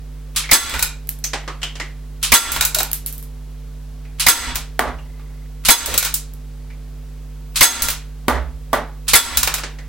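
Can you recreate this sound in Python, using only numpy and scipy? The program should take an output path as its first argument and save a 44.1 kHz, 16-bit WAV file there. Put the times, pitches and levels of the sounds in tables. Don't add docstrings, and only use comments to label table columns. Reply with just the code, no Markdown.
import sys
import numpy as np
from scipy.fft import rfft, irfft, next_fast_len
from scipy.io import wavfile
from scipy.ndimage import uniform_filter1d, minimum_filter1d

SR = 44100
rng = np.random.default_rng(int(sys.argv[2]) if len(sys.argv) > 2 else 0)


def generate_wav(signal):
    frames = np.transpose(np.atleast_2d(signal))
    scaled = np.clip(frames, -1, 1) * 32767
    pcm = np.round(scaled).astype(np.int16)
    wavfile.write(sys.argv[1], SR, pcm)


N = 435708
TOP_HZ = 15900
SPAN = 32768
T, HZ = np.arange(SPAN) / SR, np.fft.rfftfreq(SPAN, 1 / SR)

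# trigger t/s, shot t/s, pop level/dB, ring of the trap's tray/dB
SHOTS = [(0.364, 0.5141, 17, 2.5), (2.231, 2.3207, 15.5, -2), (4.2, 4.2661, 16.5, -8.5),
         (5.653, 5.6856, 15.5, -7.5), (7.561, 7.609, 14.5, -7.5), (9.0835, 9.135, 18, -7.5)]
# f/Hz, level/dB
BOUNCE_TONE = [(100, -25), (400, -2.5), (1000, 5.5), (1500, 6), (3000, 5), (7000, 4), (12000, 1.5),
               (15500, 4.5)]
# f/Hz, level/dB
TICK_TONE = [(200, -37), (1000, -17.5), (3000, -12), (7000, -8.5), (11000, -2.5), (15000, -3.5)]


def pistol():
    # f/Hz, level/dB
    pop_tone = [(30, 6.5), (70, 0.5), (120, -8.5), (190, -12.5), (250, 7.5), (350, -33), (480, -5.5),
                (700, -5), (1100, -0.5), (1500, -14.5), (2700, -8.5), (4000, -1), (8000, -8.5),
                (15000, -5.5)]
    out = np.zeros((2, N))
    gas = colour(along(pop_tone, HZ))
    barrel = colour(peaks([(2130, 0)], width_hz=380, lift_db=30))
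    for _, s, db, _ in SHOTS:
        add(out, s - .002, amp(db - 23.5) * hit(gas, t60=.036, room_db=-15.5, rise=.00055))
        add(out, s + .0003, amp(db + 4) * hit(barrel, t60=.039, room_db=-14, rise=.006))
        add(out, s + .00041, amp(db - 5) * hit(gas, t60=.084, room_db=-1, rise=.00031))
        add(out, s, amp(db - 18) * room_boom())
    return out


def trap_impacts(flight_s=.0182, level_db=25.5, scatter_db=1.5):
    # f/Hz, level/dB
    trap_notes = [(732, 1), (937, 5.5), (1130, -1.5), (1378, 6), (1712, -0.5), (1809, -9.5), (1906, -1.5),
                  (2003, 1), (2864, -3), (3370, -7), (3424, 8), (3639, -6.5), (3844, -2), (4016, 3),
                  (4490, 0), (4963, -1.5), (5028, 0), (6234, -9), (6309, -16.5), (6417, 9.5), (7418, -10),
                  (7784, -7.5), (8236, -3), (8355, -5), (8419, 0.5), (8484, -12), (9119, -10.5),
                  (10820, -0.5)]
    # f/Hz, level/dB
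    impact_tone = [(60, -43), (300, -5), (700, -7), (1400, 0.5), (3000, -3), (5000, -1.5), (8000, -5.5),
                   (11000, -4.5), (15000, -8)]
    out = np.zeros((2, N))
    high_ring = peaks([(7800, 4.7), (8400, 2.1), (10820, 2)], width_hz=90, lift_db=13)
    smack = colour(along(TICK_TONE, HZ) + high_ring)
    for _, shot_s, _, _ in SHOTS:
        notes = [(hz, db + scatter_db * rng.standard_normal()) for hz, db in trap_notes]
        steel = colour(along(impact_tone, HZ) + peaks(notes, width_hz=14 + HZ / 300, lift_db=6))
        s = shot_s + flight_s
        add(out, s, amp(level_db) * hit(steel, t60=.19, room_db=-9, rise=.0012))
        add(out, s, amp(level_db + 1.5) * hit(smack, t60=.086, room_db=-6.5))
        add(out, s, amp(level_db - 6.5) * hit(smack, t60=.12, room_db=-13.5))
    return out


def trap_rattle(scatter_db=2):
    # t/s, strength/dB, bass/dB
    bounces = [(.6942, -3, -6), (.7387, -6.5, 13.5), (.7914, -7.5, 1.5), (0.825, 1.5, -10),
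               (2.5182, 2, -25), (2.5615, -8, 9), (2.6087, 2, -4.5), (2.6234, -5, 3), (2.6498, 1, -28.5),
               (2.7458, 0, -14), (2.7852, -2.5, -11), (2.8021, -5.5, -3.5), (4.5554, -5.5, -3),
               (5.859, 7, -15.5), (5.9402, -5, 1.5), (5.9773, 10, -16), (6.0263, -0.5, -3),
               (6.0481, -1.5, -5.5), (6.1401, 0, -28.5), (7.8208, 5, -20.5), (7.8842, -4, -1.5),
               (7.9012, -6.5, -14), (9.3712, 6, -15), (9.4302, 1.5, -5.5), (9.4734, -1, 7.5),
               (9.54, -3, -2), (9.5818, -15, 7)]
    # f/Hz, level/dB
    tray_notes = [(920, -3), (1440, 5), (1800, -7), (2420, 1), (2780, -6), (3870, 4), (4350, -1),
                  (5150, -5), (6480, -4), (7550, 1), (7750, -4), (9950, 0), (11450, -3), (12750, 0)]
    out = np.zeros((2, N))
    for _, shot_s, _, ring_db in SHOTS:
        clear = [row for row in bounces if 0 < row[0] - shot_s < 1]
        rolling = [(shot_s + .14 + .2 * u, -21, 0) for u in rng.random(3)]
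        for s, db, bass_db in clear + rolling:
            sheet = along(BOUNCE_TONE, HZ) + bass_db / (1 + (HZ / 3500) ** 2)
            lift_db = 13 + ring_db + .5 * min(db - 10, 0)
            notes = [(hz, level + scatter_db * rng.standard_normal()) for hz, level in tray_notes]
            steel = colour(sheet + peaks(notes, width_hz=80 + HZ / 160, lift_db=lift_db))
            ring = hit(steel, t60=.037, room_db=-10.5 - .3 * db, rise=.001)
            snap = hit(steel, t60=.007, room_db=-20, rise=.0002)
            add(out, s, amp(db - 6.5) * ring)
            add(out, s + .001, amp(1.47 * db - 7) * snap)
    return out


def knocks():
    # t/s, level/dB, room boom/dB
    strikes = [(4.7925, 0, -15), (8.282, 0.5, -5.5), (8.7306, -4, -72)]
    # f/Hz, level/dB
    wood_notes = [(250, 1.5), (595, -6), (690, -7), (850, -4), (1170, -2.5), (1460, -9.5)]
    # f/Hz, level/dB
    knock_tone = [(60, -10), (170, -11), (260, -6), (600, 2), (1400, -1), (2000, -4.5), (2600, -15),
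                  (3400, -14), (5000, -20.5), (8000, -22.5), (15000, -19.5)]
    out = np.zeros((2, N))
    wood = colour(along(knock_tone, HZ) + peaks(wood_notes, width_hz=34, lift_db=6.5))
    crack = colour(along(BOUNCE_TONE, HZ))
    for s, db, boom_db in strikes:
        add(out, s, amp(db + .5) * hit(wood, t60=.024, room_db=-8.5))
        add(out, s, amp(db - 18.5) * hit(crack, t60=.01, room_db=-23, rise=.0001))
        add(out, s, amp(boom_db) * room_boom())
    return out


def trigger():
    # lead before the trigger time/s, level/dB, bass/dB
    catches = [(0.015, -38, 12), (0.0029, -11.5, -8)]
    # f/Hz, level/dB
    click_tone = [(200, -46.5), (700, -10), (1200, 1.5), (1800, -2.5), (2600, 3.5), (4000, 2.5), (6000, -2),
                  (10000, -1), (15000, -9.5)]
    out = np.zeros((2, N))
    for lead_s, db, bass_db in catches:
        click = colour(along(click_tone, HZ) + bass_db / (1 + (HZ / 3000) ** 2))
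        for s, *_ in SHOTS:
            add(out, s - lead_s, amp(db) * hit(click, t60=.01, room_db=-1))
    return out


def bright_tick():
    return colour(along(TICK_TONE, HZ) + peaks([(12800, 0)], width_hz=1200, lift_db=8))


def floor_skips(first_hop_s=.064, shrink=.85, first_loss_db=9.5):
    # t/s, level/dB, echo/dB, number of skips that follow
    landings = [(1.072, -28.5, -17.5, 0), (1.091, -7.5, -18.5, 0), (1.1885, -31, -15.5, 0),
                (2.8314, -6.5, -19, 0), (2.9153, -12.5, -22, 0), (2.9316, -4, -15.5, 0),
                (3.0621, -10.5, -11.5, 3), (6.337, -29, -18.5, 0)]
    out = np.zeros((2, N))
    tick = bright_tick()
    for s, db, room_db, skips in landings:
        for k in range(round(skips) + 1):
            gain = amp(db - first_loss_db * np.sqrt(k))
            add(out, s, gain * hit(tick, t60=.0085, room_db=room_db, rise=.0001))
            s += first_hop_s * shrink ** k
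    return out


def pings_and_clacks():
    # t/s, level/dB, ring f/Hz, ring strength/dB
    strikes = [(.438, -28.5, 2140, 16), (.491, -22.5, 2170, 20), (1.24, -18.5, 6200, 17),
               (1.333, -19, 1930, 2), (1.336, -24, 805, 8), (1.477, -23, 1170, 10), (1.617, -32, 3000, 6.5),
               (1.63, -19, 3050, 13.5), (1.754, -32.5, 3020, 5.5), (1.799, -21.5, 2010, 10.5),
               (2.763, -26, 642, 28.5), (2.8, -23, 860, 17), (4.05, -46, 2430, 16),
               (4.985, -43.5, 2800, 18), (5.194, -45.5, 1200, 6), (5.878, -19, 526, 20),
               (6.005, -23, 2370, 18.5), (6.701, -42, 2300, 18), (9.635, -23, 1700, -8),
               (9.786, -35.5, 1970, 11.5)]
    # f/Hz, level/dB
    tone = [(100, -21.5), (300, 3), (800, 2.5), (2000, 4), (5000, -2), (8000, -6), (12000, -24),
            (16000, -27.5)]
    out = np.zeros((2, N))
    tick = bright_tick()
    for s, db, ring_hz, ring_db in strikes:
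        ring = peaks([(ring_hz, ring_db)], width_hz=5 * np.sqrt(ring_hz), lift_db=.5)
        treble_db = 17 * np.log2(ring_hz / 2000) + .5 * (db + 27.5)
        body = colour(along(tone, HZ) + treble_db * HZ / (HZ + 5000) + ring)
        add(out, s, amp(db) * hit(body, t60=.096, room_db=-4))
        add(out, s, amp(db - 36 + .9 * treble_db) * hit(tick, t60=.037, room_db=-1.5))
    return out


def rocking(start_s=5.055, end_s=5.48, period_s=.04):
    out = np.zeros((2, N))
    body = colour(peaks([(2030, 0)], width_hz=120, lift_db=35))
    for s in np.arange(start_s, end_s, period_s):
        add(out, s, amp(-47) * hit(body, t60=.051, room_db=-20, rise=.004))
    return out


def hum_and_hiss(mains_hz=50):
    # rough f/Hz, level/dB
    hum_notes = [(48.4, -32), (150.7, -41.5), (247.6, -51.5), (349.9, -74), (452.2, -59), (549.1, -69)]
    # f/Hz, level/dB
    hiss_tone = [(25, 2.5), (45, 0.5), (80, 4.5), (200, -2), (450, -6.5), (1000, -12), (2000, -16),
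                 (4000, -18), (8000, -22.5), (15000, -25)]
    phase = 2 * np.pi * mains_hz * np.arange(N) / SR
    hum = sum(amp(db) * np.sqrt(2) * np.sin(round(hz / mains_hz) * phase + rng.uniform(0, 2 * np.pi))
              for hz, db in hum_notes)
    hiss = filtered(rng.standard_normal((2, N)), lambda hz: amp(along(hiss_tone, hz)) * (hz < TOP_HZ))
    return np.outer([1, 0], hum) + amp(-49) * hiss / hiss.std()


def room_boom(hz=64, t60=.5, rise=.2):
    wave = 2 * np.sin(2 * np.pi * hz * T) * fade(t60, rise)
    return np.outer([1, 0], wave)


def room_echo(size=256):
    # f/Hz, time to fade by 60 dB/s
    fade_times = [(60, 0.53), (250, 0.34), (1000, 0.34), (3000, 0.33), (8000, 0.24), (15000, 0.14)]
    hop = size // 2
    t, hz = np.arange(SPAN // hop)[:, None] * hop / SR, np.fft.rfftfreq(size, 1 / SR)
    decay = np.exp(-np.log(1000) * t / along(fade_times, hz))
    spectra = rfft(rng.standard_normal((2, len(t), size))) * decay
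    slices = irfft(spectra) * np.sin(np.pi * np.arange(size) / size)
    joined = slices[..., hop:] + np.roll(slices[..., :hop], -1, axis=1) * (t < t[-1])
    return joined.reshape(2, SPAN) * (1 - np.exp(-T / .0035))


def hit(body, t60, room_db, rise=.00033):
    shape = fade(t60, rise)
    direct = irfft(rfft(rng.standard_normal((2, SPAN)) * shape) * body)
    direct *= np.linalg.norm(shape) / np.linalg.norm(direct, axis=1, keepdims=True)
    return direct + amp(room_db) * irfft(rfft(room_echo()) * body)


def colour(db):
    cepstrum = irfft(np.log(amp(db)))
    forward_only = np.r_[1, np.full(SPAN // 2 - 1, 2), np.zeros(SPAN // 2)]
    response = np.exp(rfft(cepstrum * forward_only))
    return response / np.sqrt(np.mean(abs(response[HZ < TOP_HZ]) ** 2))


def peaks(notes, width_hz, lift_db):
    power = sum(amp(db + lift_db) ** 2 / (1 + (2 * (HZ - hz) / width_hz) ** 2) for hz, db in notes)
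    return 10 * np.log10(1 + power)


def fade(t60, rise):
    return np.exp(-np.log(1000) * T / t60) * (1 - np.exp(-T / rise))


def amp(db):
    return 10 ** (np.asarray(db) / 20)


def along(points, hz):
    f, values = np.transpose(points)
    return np.interp(np.log(hz + 1), np.log(f + 1), values)


def add(track, s, sound):
    part = track[:, round(s * SR):][:, :SPAN]
    part += sound[..., :part.shape[1]]


def filtered(x, gain):
    size = next_fast_len(x.shape[-1] + 4096)
    return irfft(rfft(x, size) * gain(np.fft.rfftfreq(size, 1 / SR)), size)[..., :x.shape[-1]]


def scene():
    # f/Hz, side over mid/dB
    width = [(100, -9), (400, -9.5), (1000, -11.5), (2500, -10), (5000, -3.5), (9000, -1)]
    # f/Hz, left over right/dB
    balance = [(50, -2.5), (70, -10), (150, -1.5), (400, -3), (1200, -2), (2500, 0), (8000, -1.9),
               (14000, -1)]
    mix = trigger() + pistol() + trap_impacts() + trap_rattle()
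    mix += floor_skips() + pings_and_clacks() + rocking() + knocks() + hum_and_hiss()
    mid, side = filtered(mix, lambda hz: amp(np.outer([0, 1], along(width, hz))))
    left_right = np.array([mid + side, mid - side])
    return filtered(left_right, lambda hz: amp(np.outer([.5, -.5], along(balance, hz))))


def limiter(x, ceiling_db=-4, attack_s=.00068, hold_s=.058, release_db_per_s=200):
    size, wait = int(attack_s * SR) | 1, int(hold_s * SR) | 1
    sensed = uniform_filter1d(x, size=2, axis=1)
    power = abs(uniform_filter1d(np.mean(sensed ** 2, axis=0), size, origin=size // 4)) + 1e-12
    gain_db = np.minimum(0, ceiling_db - 10 * np.log10(power))
    held = minimum_filter1d(gain_db, wait, origin=wait // 2)
    climb = release_db_per_s * np.arange(N) / SR
    return x * amp(np.minimum.accumulate(held - climb) + climb)


def record(dry):
    return filtered(np.clip(limiter(dry), -1, 1), lambda hz: hz < TOP_HZ)


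dry = scene()
out = record(dry)
generate_wav(out)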